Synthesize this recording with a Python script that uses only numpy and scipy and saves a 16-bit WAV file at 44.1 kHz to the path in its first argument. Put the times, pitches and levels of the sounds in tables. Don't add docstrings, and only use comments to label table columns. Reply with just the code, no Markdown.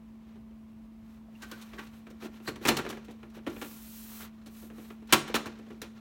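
import sys
import numpy as np
from scipy import signal
from scipy.fft import rfft, irfft
from scipy.io import wavfile
from scipy.ndimage import uniform_filter1d

SR = 44100
rng = np.random.default_rng(int(sys.argv[2]) if len(sys.argv) > 2 else 0)


def persist_wave(psi):
    counts = np.round(np.clip(psi, -1, 1) * 32767).astype(np.int16)
    wavfile.write(sys.argv[1], SR, np.atleast_2d(counts).T)


N = 264908


def amp(db):
    return 10 ** (np.asarray(db) / 20)


def evened(x):
    return x / np.sqrt(np.mean(x ** 2) + 1e-20)


def read(points, hz):
    f, value = np.transpose(points)
    return np.interp(np.log(hz + 1), np.log(f + 1), value)


def noise(spectrum, size):
    hz = np.fft.rfftfreq(size, 1 / SR)
    shaped = rfft(rng.standard_normal(size)) * amp(read(spectrum, hz))
    return evened(irfft(shaped, size))


def wander(rate_hz):
    hz = np.fft.rfftfreq(N, 1 / SR)
    slowed = rfft(rng.standard_normal(N)) / (1 + (hz / rate_hz) ** 4)
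    return evened(irfft(slowed, N))


def band(x, lo_hz, hi_hz):
    sos = signal.butter(3, [lo_hz, min(hi_hz, .49 * SR)], "band", fs=SR, output="sos")
    return signal.sosfilt(sos, x)


def dying(x, age, t60s):
    hz, z = np.fft.rfftfreq(len(x), 1 / SR), rfft(x)
    centres, times = np.transpose(t60s)
    out = np.zeros(len(x))
    for one, t60 in zip(np.eye(len(centres)), times):
        share = read(np.c_[centres, one], hz)
        out += irfft(z * share, len(x)) * amp(-60 * age / t60)
    return out


def add(mix, s, sound):
    part = mix[max(round(s * SR), 0):][:len(sound)]
    part += sound[:len(part)]


def at_peak(x, db, size):
    return x * amp(db) / np.sqrt(uniform_filter1d(x ** 2, size).max() + 1e-20)


def ringing(modes, t, age):
    hz, db, t60 = np.transpose(modes)[:, :, None]
    turn, spot = rng.random((2, len(modes), 1))
    level = amp(db + 6.2 * (spot - 1.0) - 60 * age / t60)
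    return (level * np.sin(2 * np.pi * (hz * t + turn))).sum(0)


# frequency in Hz, relative density in dB per Hz.
AIR_SPECTRUM = [(20, -22.5), (35, -14.5), (55, 5), (80, -4.5), (120, -5), (200, -6), (300, -8), (450, -18),
                (680, -20.5), (1100, -19), (1400, -27), (2400, -28.5), (5000, -38), (10000, -43.5),
                (16000, -41)]
# centre frequency in Hz, rms level in dB before the swell.
HUM_PARTIALS = [(221.3, -49), (74, -69.5), (661, -76)]
# time in seconds, gain in dB.
HUM_GAIN = [(0, -1), (.3, -0.5), (.62, -0.5), (.9, -1), (3.2, 0), (6, .5)]


def machine():
    hum = np.zeros(N)
    for centre_hz, db in HUM_PARTIALS:
        level = amp(db + .5 * wander(4.8)) * np.sqrt(2)
        hz = centre_hz + .5 * wander(3.0)
        hum += level * np.sin(2 * np.pi * np.cumsum(hz) / SR)
    swell = amp(np.interp(np.arange(N) / SR, *np.transpose(HUM_GAIN)))
    air = amp(-58 + 0.53 * wander(17)) * noise(AIR_SPECTRUM, N)
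    return hum * swell + air


# frequency in Hz, t60 in seconds.
TAIL_T60 = [(150, 0.72), (500, 0.36), (2500, 0.25), (7000, 0.3), (14000, 0.19)]


def room(x):
    t = np.arange(SR // 2) / SR
    build_up = 1 - np.exp(-(t / 0.015) ** 2)
    tail = dying(rng.standard_normal(len(t)), t, TAIL_T60) * build_up
    return signal.fftconvolve(x, tail / np.linalg.norm(tail))[:N]


def rubbed(rubs, modes):
    t, out = np.arange(SR // 4) / SR, np.zeros(N)
    lead_s = .03
    for s, db, build_s in rubs:
        friction = rng.standard_normal(len(t)) * np.exp(-abs(t - lead_s) / abs(build_s))
        sound = signal.fftconvolve(friction, ringing(modes, t, t))
        add(out, s - lead_s, at_peak(sound, db, size=180))
    return out


# friction peak in seconds, level in dB, build-up in seconds, pitch in Hz.
CREAK_EVENTS = [(1.29, -57.5, 0.016, 640), (1.355, -59, .003, 2750)]
CREAK_T60_S = 0.024


def creaks():
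    out = np.zeros(N)
    for s, db, build_s, hz in CREAK_EVENTS:
        out += rubbed([(s, db, build_s)], [(hz, 0, CREAK_T60_S)])
    return out


# friction peak in seconds, level in dB, build-up in seconds.
SCREW_EVENTS = [(1.432, -45, 0.0073), (1.527, -47.5, 0.013), (1.787, -42, 0.0048), (2.477, -34.5, 0.00065)]
# frequency in Hz, relative level in dB, t60 in seconds.
SCREW_MODES = [(1136, -8, 0.044), (1433, -7.5, 0.092), (1545, -5, 0.061), (1900, -8, 0.057)]


def thumbscrew():
    return rubbed(SCREW_EVENTS, SCREW_MODES)


# friction peak in seconds, level in dB, build-up in seconds.
LATCH_EVENTS = [(2.474, -41, .005), (2.485, -40, .004), (2.69, -28, .002), (2.773, -38, .002)]
# frequency in Hz, relative level in dB, t60 in seconds.
LATCH_MODES = [(4080, -1, .022), (4180, 0, .03), (4260, -7, .08), (4540, -2, .025), (7040, -14, .03),
               (7950, -11, .025)]


def latch():
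    return rubbed(LATCH_EVENTS, LATCH_MODES)


# frequency in Hz, relative level in dB, t60 in seconds.
PANEL_MODES = [(145.4, -8.5, 0.25), (229.4, 1.5, 0.34), (288, 0.5, 0.13), (337.3, 3.5, 0.26),
               (365.8, 2, 0.15), (432, 0, 0.27), (568.4, -5.5, 0.16), (714, -6, 0.28), (783, -6, 0.2),
               (952, -3.5, 0.21), (1134, 3.5, 0.13), (1271, -7, 0.19), (1388, 4, 0.15), (1600, -8.5, 0.064),
               (1774, -4, 0.23), (1960, -8.5, 0.38), (2317, 0, 0.15), (2475, 1.5, 0.097),
               (2680, -2.5, 0.13), (2800, -4, 0.12), (3056, 3.5, 0.064), (4070, -5, 0.13), (6250, -24, .12)]


def panel_ring(t, age):
    return ringing(PANEL_MODES, t, age)


# frequency in Hz, relative density in dB per Hz.
CROWD_SPECTRUM = [(50, -12.5), (110, -7.5), (175, -9), (260, 0), (420, -3), (650, -9), (850, -5.5),
                  (1150, -4), (1950, -6.5), (3000, -10), (4000, -11), (4900, -17.5), (5600, -15),
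                  (10000, -22), (16000, -24)]


def sheet_crowd(size):
    return noise(CROWD_SPECTRUM, size)


HOLD_FROM_S, HOLD_UNREST_DB, HOLD_UNREST_HZ = 1.4, 0.5, 7
HOLD_DRAG_DB, HOLD_HISS_DB = -69.5, -78.5


def hold():
    unrest = amp(HOLD_UNREST_DB * wander(HOLD_UNREST_HZ))
    held = (np.arange(N) / SR > HOLD_FROM_S) * unrest
    return (held * amp(HOLD_DRAG_DB)) ** 2, (held * amp(HOLD_HISS_DB)) ** 2


# time in seconds, nominal skin hiss in dB, nominal sheet drag in dB.
STROKE_COURSE = [(3.47, -66, -55), (3.56, -57, -56), (3.65, -49.5, -58), (3.8, -52, -63), (3.97, -48, -68),
                 (4.1, -48.5, -59), (4.19, -46.5, -57), (4.21, -46, -47), (4.255, -51.5, -50),
                 (4.3, -77, -66)]


def stroke():
    t = np.arange(N) / SR
    times, hiss_db, drag_db = np.transpose(STROKE_COURSE)
    stroking = (t > times[0]) & (t < times[-1])
    drag = stroking * amp(np.interp(t, times, drag_db)) ** 2
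    hiss = stroking * amp(np.interp(t, times, hiss_db)) ** 2
    return drag, hiss


# middle in seconds, half-length in seconds, nominal drag in dB, nominal hiss in dB.
SWELL_EVENTS = [(.3, 0.16, -69, -93), (1.122, 0.13, -68, -71.5), (1.57, 0.34, -57.5, -62),
                (1.754, 0.049, -55, -66), (1.829, .1, -54, -62), (1.962, 0.088, -63, -65),
                (2.242, 0.057, -49, -56.5), (2.357, 0.064, -59, -66), (2.476, 0.079, -55.5, -56.5),
                (2.65, 0.052, -46.5, -53), (2.924, 0.091, -55.5, -65), (3.363, 0.039, -53.5, -61.5),
                (3.65, .05, -60, -65), (4.605, .15, -64.5, -54.5), (4.838, 0.17, -60.5, -58.5),
                (5.119, 0.043, -44.5, -61), (5.848, .05, -52, -74), (5.976, 0.05, -60.5, -76)]


def brief_swells():
    drag, hiss = np.zeros(N), np.zeros(N)
    for s, half_s, drag_db, hiss_db in SWELL_EVENTS:
        swell = np.hanning(round(2 * abs(half_s) * SR)) ** 2
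        add(drag, s - half_s, swell * amp(drag_db) ** 2)
        add(hiss, s - half_s, swell * amp(hiss_db) ** 2)
    return drag, hiss


SHIVER_DB, SHIVER_FADE_DB_PER_S, SHIVER_RISE_S = -23.5, 62.5, .015


def shivers():
    drag = np.zeros(N)
    age = np.arange(SR) / SR
    shiver = (1 - np.exp(-age / SHIVER_RISE_S)) * amp(SHIVER_DB - SHIVER_FADE_DB_PER_S * age)
    for s, clack_db, *_ in KNOCK_EVENTS:
        add(drag, s, (shiver * amp(clack_db)) ** 2)
    return drag


def friction_levels():
    hold_drag, hold_hiss = hold()
    stroke_drag, stroke_hiss = stroke()
    swell_drag, swell_hiss = brief_swells()
    drag = hold_drag + stroke_drag + swell_drag + shivers()
    hiss = hold_hiss + stroke_hiss + swell_hiss
    return 10 * np.log10(drag + 1e-12), 10 * np.log10(hiss + 1e-12)


# frequency in Hz, relative density in dB per Hz.
SKIN_SPECTRUM = [(1500, -13), (2800, -7.5), (4100, -5.5), (4800, -8), (5800, -5), (9000, -5.5), (10400, -7),
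                 (11800, -2), (15000, -5.5), (16000, -2)]


def sliding():
    drag_db, hiss_db = friction_levels()
    speed = amp(np.minimum(hiss_db + 52.0, 0))
    bright = 0.95 * speed * band(noise(SKIN_SPECTRUM, N), 11500, 17000)
    hiss = (noise(SKIN_SPECTRUM, N) + bright) * amp(hiss_db - 1.5 + .7 * wander(60))
    t = np.arange(SR // 4) / SR
    slips = rng.standard_normal(N) * amp(2.5 * wander(90))
    modes = evened(signal.fftconvolve(slips, panel_ring(t, t))[:N])
    scuff = sheet_crowd(N) * amp(2.25 * wander(70))
    return hiss + band(scuff + 0.56 * modes, 390, 6700) * amp(drag_db - 1.0)


# frequency in Hz, t60 in seconds.
CROWD_T60 = [(150, 0.11), (400, 0.15), (1000, 0.14), (3000, 0.098), (7000, 0.074), (14000, 0.078)]


def knock(clack_db, thump_db, tick_db, chatter_s):
    t = np.arange(16384) / SR
    age = np.maximum(t - abs(chatter_s), 0)
    contacts = np.r_[0, rng.random(3)] * abs(chatter_s) * 2.4
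    since = t - contacts[:, None]
    cracks = ((since >= 0) * np.exp(-abs(since) / 0.0013)).max(0)
    crowd = dying(sheet_crowd(len(t)), age, CROWD_T60) * (1 + 0.71 * cracks)
    ring = crowd + amp(-13) * panel_ring(t, age)
    softness = np.clip((-25.5 - clack_db) / 20, .05, 1)
    ring = ring * (1 - np.exp(-t / (0.12 * softness * abs(chatter_s) + 1e-5)))
    late = ring * (1 - np.exp(-t / 0.0021))
    thump = at_peak(band(late, 40, 583), thump_db, size=350)
    clack = at_peak(band(ring, 650, 3000), clack_db, size=180)
    tick = at_peak(band(ring, 3600, 19000), tick_db, size=180)
    return thump + clack + tick


def struck(blows):
    out = np.zeros(N)
    for s, *blow in blows:
        add(out, s, knock(*blow))
    return out


# start in seconds, tick level in dB.
TICK_EVENTS = [(1.868, -61), (2.067, -68), (2.102, -60.5), (3.046, -60.5), (3.108, -59), (3.3, -67),
               (3.497, -56), (5.072, -61.5), (5.586, -65), (5.686, -70), (5.727, -67)]
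TICK_BODY_DB, TICK_CHATTER_S = -3, 0.0054


def ticks():
    return struck([(s, db + TICK_BODY_DB, db + TICK_BODY_DB, db, TICK_CHATTER_S)
                   for s, db in TICK_EVENTS])


# start in seconds, thump level in dB.
BUMP_EVENTS = [(.355, -54), (.506, -58), (2.104, -51), (2.222, -43), (2.612, -42), (3.082, -43.5),
               (3.097, -45), (3.366, -47), (4.626, -48.5), (4.781, -44), (5.021, -52), (5.295, -37),
               (5.59, -48), (5.663, -50.5), (5.703, -42.5)]
BUMP_CLACK_DB, BUMP_TICK_DB, BUMP_CHATTER_S = -10.5, -22, .0055


def bumps():
    return struck([(s, db + BUMP_CLACK_DB, db, db + BUMP_TICK_DB, BUMP_CHATTER_S)
                   for s, db in BUMP_EVENTS])


# start in seconds, clack level in dB.
TAP_EVENTS = [(1.734, -48), (2.068, -51), (2.4, -54.5), (2.85, -40), (2.864, -37.5), (2.927, -43.5),
              (2.97, -47), (3.23, -50), (3.388, -55.5), (3.564, -48), (3.645, -50), (4.701, -51),
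              (4.903, -47.5)]
TAP_THUMP_DB, TAP_TICK_DB, TAP_CHATTER_S = 1, -16, 0.0023


def taps():
    return struck([(s, db, db + TAP_THUMP_DB, db + TAP_TICK_DB, TAP_CHATTER_S)
                   for s, db in TAP_EVENTS])


# start in seconds, mid clack level in dB, low thump level in dB,
# high tick level in dB, chatter time in seconds.
KNOCK_EVENTS = [(1.419, -48.5, -49, -48.5, 0.016), (1.514, -44, -46.5, -43.5, 0.0025),
                (1.613, -56, -67, -51.5, 0.014), (1.783, -41, -45.5, -54, .014),
                (2.24, -46.5, -38.5, -56, 0.021), (2.475, -37.5, -33.5, -44, 0.012),
                (2.558, -48, -46.5, -52, 0.0026), (2.652, -26.5, -29, -35, 0.0064),
                (2.672, -32.5, -35, -32, 0.0052), (2.682, -27.5, -29, -25.5, 0.0023),
                (2.687, -20.5, -30.5, -21.5, .0012), (2.705, -32, -28.5, -48, 0.0059),
                (2.768, -33, -36, -33, 0.004), (2.786, -33.5, -33.5, -44, 0.0089),
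                (2.89, -52, -49, -43.5, 0.0023), (2.9, -39.5, -40, -43, 0.0055),
                (3.465, -37, -30, -52.5, 0.011), (3.614, -39.5, -38.5, -46.5, 0.0098),
                (4.459, -57.5, -52, -55, 0.016), (5.125, -15.5, -21.5, -17, .0079),
                (5.277, -43, -50, -48.5, 0.0087), (5.342, -27, -27, -32, 0.0027),
                (5.351, -25.5, -36, -28.5, 0.0069), (5.457, -39, -39.5, -48, 0.0099),
                (5.817, -40.5, -41.5, -39.5, 0.0024)]


def knocks():
    return struck(KNOCK_EVENTS)


def scene():
    fasteners = creaks() + thumbscrew() + latch()
    metal = fasteners + ticks() + bumps() + taps() + knocks()
    return (machine() + amp(-15.0) * room(metal) + sliding() + metal)[None]


EDGE_HZ = 16100


def record(dry):
    lowpass = signal.firwin(511, EDGE_HZ, window=("kaiser", 9), fs=SR)
    return signal.oaconvolve(dry, lowpass[None], "same")


dry = scene()
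out = record(dry)
persist_wave(out)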